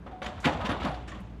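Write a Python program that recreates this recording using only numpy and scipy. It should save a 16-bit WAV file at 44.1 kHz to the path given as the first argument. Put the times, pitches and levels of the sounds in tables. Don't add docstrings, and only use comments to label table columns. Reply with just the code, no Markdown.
import sys
import numpy as np
from scipy import signal
from scipy.io import wavfile

SR = 44100
rng = np.random.default_rng(int(sys.argv[2]) if len(sys.argv) > 2 else 0)


def wrap_up_sound(samples):
    columns = np.atleast_2d(samples).T
    tamed = np.clip(columns, -1, 1)
    steps = np.round(tamed * 32767).astype(np.int16)
    wavfile.write(sys.argv[1], SR, steps)


def makeup_ratio(level_db):
    decades = np.asarray(level_db, float) / 20
    return 10 ** decades


N = 61739
TIME_S = np.arange(N) / SR


def rms_one(x):
    return x / np.sqrt(np.mean(x ** 2) + 1e-20)


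def at_hz(points, hz):
    table_hz, value = np.transpose(points)
    return np.interp(np.log(hz), np.log(table_hz), value)


def drift(rate_hz):
    pole = np.exp(-2 * np.pi * rate_hz / SR)
    wander = signal.lfilter([1], [1, -2 * pole, pole ** 2], rng.standard_normal(N + SR))
    return rms_one(wander[SR:])


def ring(x, hz, t60_s):
    radius = makeup_ratio(-60 / (t60_s * SR))
    angle = 2 * np.pi * hz / SR
    poles = [1, -2 * radius * np.cos(angle), radius ** 2]
    return signal.lfilter([0, np.sin(angle)], poles, x + 1e-18)


def band_pass(low_hz, high_hz):
    return signal.butter(2, [low_hz, high_hz], "band", fs=SR, output="sos")


def bands(low_hz, count):
    edges_hz = low_hz * 2 ** (np.arange(count + 1) / 3)
    return [(np.sqrt(a * b), band_pass(a, b)) for a, b in zip(edges_hz, edges_hz[1:])]


def blow(since_s, rise_s, t60_s):
    attack = np.clip(since_s / rise_s, 0, 1) ** 0.68
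    return attack * makeup_ratio(-60 * np.maximum(since_s - rise_s, 0) / t60_s)


def grains():
    grains_per_s, spread_db = 9000, 2.5
    size = makeup_ratio(spread_db * np.minimum(rng.exponential(1, N), 5))
    sign = rng.choice([-1, 1], N)
    return rms_one(size * sign * (rng.random(N) < grains_per_s / SR))


def knocks(rows, rise_cycles):
    start_s, level_db, pitch_hz, t60_s = np.array(rows).T[:, :, None]
    since_s = TIME_S - start_s
    envelope = makeup_ratio(level_db + 3.5) * blow(since_s, rise_cycles / pitch_hz, t60_s)
    return np.sum(envelope * np.sin(2 * np.pi * pitch_hz * since_s), axis=0)


# start_s, level_db, rise_s, tilt_db_per_octave, ring_db
STRIKES = [(0.063, -48, 0.0026, -2.5, -8), (0.111, -51, 0.0043, -2.5, -6), (.164, -83, 0.0047, -12, 0),
           (0.218, -37.5, 0.0012, 0, -8), (.24, -42, 0.0061, 3, -17), (0.259, -38, .005, 3, -17),
           (0.376, -46.5, 0.0014, -2, -22), (0.428, -38, 0.012, -6.5, -27), (.441, -27, 0.015, 3, -8),
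           (0.477, -36, 0.011, -2.5, -3), (0.518, -42, 0.006, 2, -4), (0.587, -41, 0.02, -3, -6),
           (.605, -42, .02, -5, -6), (0.643, -33.5, 0.019, 1, -8), (0.69, -31.5, 0.0019, 1.5, -2.5),
           (0.719, -38, 0.0026, -4.5, -1.5), (.799, -37.5, 0.0066, 0.5, -12), (0.822, -37, 0.012, 1.5, -20),
           (0.843, -37, 0.0088, 1.5, 3.5), (0.868, -39, .01, .7, -9), (.913, -50, 0.004, 1, -12),
           (1.074, -42, 0.008, 4, -14), (1.115, -46, 0.0018, -.7, -14), (1.142, -52, .008, 2.5, -14),
           (1.172, -53, .01, -2, -10)]
# pitch_hz, level_db_per_hz
GRIT_COLOUR = [(150, -10), (450, -10.5), (720, -4.5), (1630, -10.5), (3650, -15.5), (4600, -33),
               (7200, -34), (15700, -86)]
# pitch_hz, t60_s
GRIT_DECAY = [(150, 0.52), (700, 0.62), (2500, 0.15), (6000, 0.23), (15000, 0.023)]


def grit():
    low_lag_rises_per_octave = 0.56
    tail_db, tail_dull_db_per_octave, tail_t60_s = -12.5, 0.5, 0.99
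    air_loss_hz = 8890
    start_s, level_db, rise_s, tilt_db, _ = np.array(STRIKES).T[:, :, None]
    t = np.arange(0, N + 16, 16) / SR
    source = [grains(), grains()]
    out, power = 0, 0
    for k, (hz, sos) in enumerate(bands(145.4, count=21)):
        octaves = np.log2(hz / 1500)
        since_s = t - start_s - low_lag_rises_per_octave * rise_s * max(-octaves, 0)
        gain = makeup_ratio(level_db + tilt_db * octaves + rng.normal(0, 1.62, (len(STRIKES), 1)))
        burst = blow(since_s, rise_s, at_hz(GRIT_DECAY, hz))
        tail = makeup_ratio(tail_db - tail_dull_db_per_octave * octaves) * blow(since_s, rise_s + 0.0048, tail_t60_s)
        tail_power = tail ** 2 / (1 + (hz / air_loss_hz) ** 10.0)
        envelope = np.sqrt(np.sum(gain ** 2 * (burst ** 2 + tail_power), axis=0))
        band = makeup_ratio(at_hz(GRIT_COLOUR, hz)) * signal.sosfilt(sos, source[k % 2])
        out = out + band * np.interp(TIME_S, t, envelope) * makeup_ratio(1.55 * drift(32.0))
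        power += np.mean(band ** 2)
    return out / np.sqrt(power)


# pitch_hz, level_db, t60_s
BUCKET_MODES = [(502, -12, 0.18), (536, -9, 0.16), (592.6, -4, 0.24), (711, -8, 0.18), (734, -16, 0.35),
                (789, -19, 0.3), (842, -9, 0.1), (968, -6, 0.17), (1114, -1, 0.072), (1262, -2, 0.13),
                (1456, -6.5, 0.14), (1555, -10.5, 0.15), (1683, -18, 0.087), (3693, -28, 0.16)]


def bucket():
    bucket_db = -25
    upper_db, upper_fall_db_per_octave, upper_t60_s = -14.5, 14, 0.051
    start_s, level_db, rise_s, tilt_db, ring_db = np.array(STRIKES).T[:, :, None]
    since_s = TIME_S - start_s
    rattle = grains() * makeup_ratio(level_db + ring_db + bucket_db)
    late = blow(since_s - 0.68 * rise_s, rise_s, 0.051) * rattle
    prompt = blow(since_s, rise_s, 0.05) * rattle
    out = np.zeros(N)
    strengths_db = rng.normal(0, 4.2, (len(STRIKES), len(BUCKET_MODES)))
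    for k, (hz, mode_db, t60_s) in enumerate(BUCKET_MODES):
        out += ring(makeup_ratio(mode_db + strengths_db[:, k]) @ late, hz, t60_s)
    upper_hz = np.geomspace(1400, 9000, 40) * rng.uniform(.98, 1.02, 40)
    upper_strengths_db = rng.normal(0, 3, (len(STRIKES), 40)).T
    for hz, strength_db in zip(upper_hz, upper_strengths_db):
        slope_db = (tilt_db[:, 0] - upper_fall_db_per_octave) * np.log2(hz / 1800)
        drive = makeup_ratio(upper_db + slope_db + strength_db) @ prompt
        out += ring(drive, hz, upper_t60_s * (1800 / hz) ** 0.41)
    return out


# start_s, level_db, pitch_hz, t60_s
CLANKS = [(.062, -42, 559, 0.068), (.062, -51, 702, 0.14), (.066, -49.5, 1250, .1),
          (.068, -51.5, 735, 0.47), (.118, -45, 777, 0.14), (.125, -45, 739.5, 0.87),
          (.217, -36, 555, 0.078), (.217, -41, 718, 0.099), (.245, -45.5, 734, 1.13),
          (.262, -40, 1940, .06), (.222, -43, 1150, .12), (.268, -45.5, 592.7, 0.33),
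          (.466, -28.5, 708, 0.14), (.443, -35, 1040, .08), (.445, -33.5, 1487, 0.13),
          (.447, -34, 1921, .12), (.453, -31.5, 1156, 0.12), (.458, -34.5, 983, 0.19),
          (.456, -35, 522, 0.063), (.468, -31.5, 532, 0.27), (.478, -29, 843, 0.15),
          (.488, -31.5, 786, .12), (.512, -37, 927, .1), (.512, -34.5, 715, 0.093), (.552, -36, 668, 0.17),
          (.585, -39.5, 504, 0.078), (.592, -44, 778, 0.18), (.603, -35.5, 670, 0.087),
          (.608, -40.5, 1258, 0.36), (.6, -43, 983, 0.21), (.655, -38.5, 1028, .15),
          (.671, -36.5, 557, 0.12), (.69, -37.5, 1856, 0.18), (.69, -44.5, 1120, 0.21),
          (.815, -42, 1312, 0.25), (.845, -39, 998, .1), (.866, -37.5, 910, 0.11), (.87, -39, 673, 0.14),
          (.872, -42.5, 1396, 0.14), (.872, -41, 1262, 0.13), (.71, -34, 540, 0.088),
          (.903, -41, 733, 0.48), (.84, -43, 602, .15), (.93, -47, 546, 0.17), (.915, -45, 778, 0.14),
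          (1.122, -44, 1114, 0.15), (1.118, -46.5, 1820, 0.1)]


def clanks():
    return knocks(CLANKS, rise_cycles=0.74)


# start_s, level_db, pitch_hz, t60_s
THUDS = [(0.261, -42, 217.7, 0.17), (0.357, -38.5, 85, 0.25), (.456, -25.5, 248, 0.078),
         (.464, -24, 264, 0.051), (.454, -29.5, 154, 0.1), (0.459, -35.5, 80, 0.3),
         (.472, -31.5, 300, 0.23), (.53, -38, 197, 0.083), (.452, -32.5, 374, 0.094),
         (0.54, -35.5, 80, 0.21), (.585, -33, 89, 0.19), (0.641, -32, 207, 0.11), (0.691, -30.5, 99, 0.1),
         (0.69, -27.5, 256, 0.063), (0.716, -29.5, 288, 0.1), (0.809, -36.5, 76.6, 0.26),
         (0.843, -30.5, 262, 0.054), (.863, -29.5, 250, 0.063), (.85, -29, 192.5, 0.095),
         (0.884, -32, 148, 0.093), (1.2, -41, 195.6, 0.16), (1.078, -46, 312, 0.08),
         (0.12, -46.5, 290, 0.09), (0.29, -44, 330, 0.065), (1.158, -40.5, 215, 0.062),
         (1.13, -46.5, 307, .15), (.8, -39, 160, 0.11)]


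def thuds():
    return knocks(THUDS, rise_cycles=0.9)


# start_s, level_db, centre_hz, t60_s
CRACKS = [(.261, -36, 2600, 0.045), (0.224, -45.5, 2800, 0.12), (.652, -44, 3460, 0.12),
          (.712, -41, 2200, .07), (.441, -30, 1650, 0.16), (0.453, -28.5, 2130, 0.1),
          (0.61, -44.5, 2600, 0.065), (0.94, -49, 2800, 0.13), (1.2, -67, 8200, 0.085),
          (.845, -43, 2900, 0.067), (.803, -47, 2400, .06), (0.4, -55, 5600, .3), (1.117, -46, 2100, 0.032)]


def cracks():
    source, out = grains(), 0
    for start_s, level_db, centre_hz, t60_s in CRACKS:
        burst = rms_one(signal.sosfilt(band_pass(centre_hz / 1.56, centre_hz * 1.454), source))
        out = out + makeup_ratio(level_db) * blow(TIME_S - start_s, 0.0047, t60_s) * burst
    return out


# start_s, length_s, pitch_hz, level_db
SQUEAKS = [(.232, .014, 6100, -58), (.245, .03, 6800, -57), (.245, .008, 10400, -66),
           (.453, .008, 7000, -50), (.53, .012, 6000, -63), (.652, .03, 7600, -65),
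           (.655, .025, 14700, -78), (.655, .016, 10500, -69), (.703, .035, 9750, -66),
           (.805, .015, 15200, -80), (.845, .11, 9750, -72), (.918, .022, 13500, -84),
           (1.08, .02, 7700, -64), (.692, .012, 7200, -58), (.71, .07, 3700, -56), (.85, .04, 3700, -58),
           (.755, .03, 3700, -60), (1.08, .03, 5400, -63), (1.118, .01, 7200, -65), (.46, .02, 3100, -42)]


def squeaks():
    width_hz = 200
    t60_s = np.log(1000) / (np.pi * width_hz)
    out = 0
    for start_s, length_s, pitch_hz, level_db in SQUEAKS:
        noise = rng.standard_normal(N)
        tone = rms_one(ring(ring(noise, pitch_hz, t60_s), pitch_hz, t60_s))
        grip = np.clip((TIME_S - start_s) / .002, 0, 1)
        release = np.clip((start_s + 1.2 * length_s - TIME_S) / length_s, 0, 1)
        out = out + makeup_ratio(level_db + 2) * tone * grip * release
    return out


# start_s, level_db
LOAD = [(0, -49.5), (0.041, -52), (.08, -47), (.19, -67), (.27, -41), (.33, -52), (.45, -46), (.65, -45),
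        (.85, -43.5), (1.0, -42), (1.05, -47), (1.24, -45.5), (1.275, -47), (1.32, -43.5), (1.4, -45.5)]
# multiple_of_firing, level_db
EXHAUST = [(1, 0), (2, -9), (3, -11), (4, -18), (5, -17)]


def exhaust():
    firing_hz, firing_jitter, firing_spread_db = 58.63, 0.015, 1
    rate_hz = firing_hz * (1 + firing_jitter * drift(6.47))
    phase = 2 * np.pi * (np.cumsum(rate_hz) / SR + .2)
    pulse = np.zeros(N)
    for order, level_db in EXHAUST:
        pulse -= makeup_ratio(level_db + firing_spread_db * drift(23)) * np.cos(order * phase)
    load_db = np.interp(TIME_S, *np.transpose(LOAD))
    return np.sqrt(2) * makeup_ratio(load_db) * pulse


# pitch_hz, level_db_per_hz
WASH = [(21, -31), (35, -7), (75, -3.5), (113, -9.5), (188, -11.5), (269, -15), (1970, -36.5),
        (14000, -68.5), (15500, -89)]


def wash():
    wash_db, settle = -46, 4000
    white = rng.standard_normal((2, N + settle))
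    out = 0
    for k, (hz, sos) in enumerate(bands(32.5, count=27)):
        band = signal.sosfilt(sos, white[k % 2])[settle:]
        out = out + makeup_ratio(at_hz(WASH, hz) + 1.4 * drift(21)) * band
    return makeup_ratio(wash_db) * rms_one(out)


def scene():
    rumble_cut = signal.butter(4, 47, "high", fs=SR, output="sos")
    digging = grit() + bucket() + clanks() + thuds() + cracks() + squeaks()
    return (signal.sosfilt(rumble_cut, digging + wash()) + exhaust())[None]


def roll_off(x):
    return signal.sosfilt(signal.butter(12, 15700, fs=SR, output="sos"), x)


def record(dry):
    headroom, cutoff_hz = .3, 15760
    rounded = headroom * np.tanh(dry / headroom)
    top_cut = signal.cheby2(20, 50, cutoff_hz, fs=SR, output="sos")
    return roll_off(signal.sosfilt(top_cut, rounded))


dry = scene()
out = record(dry)
wrap_up_sound(out)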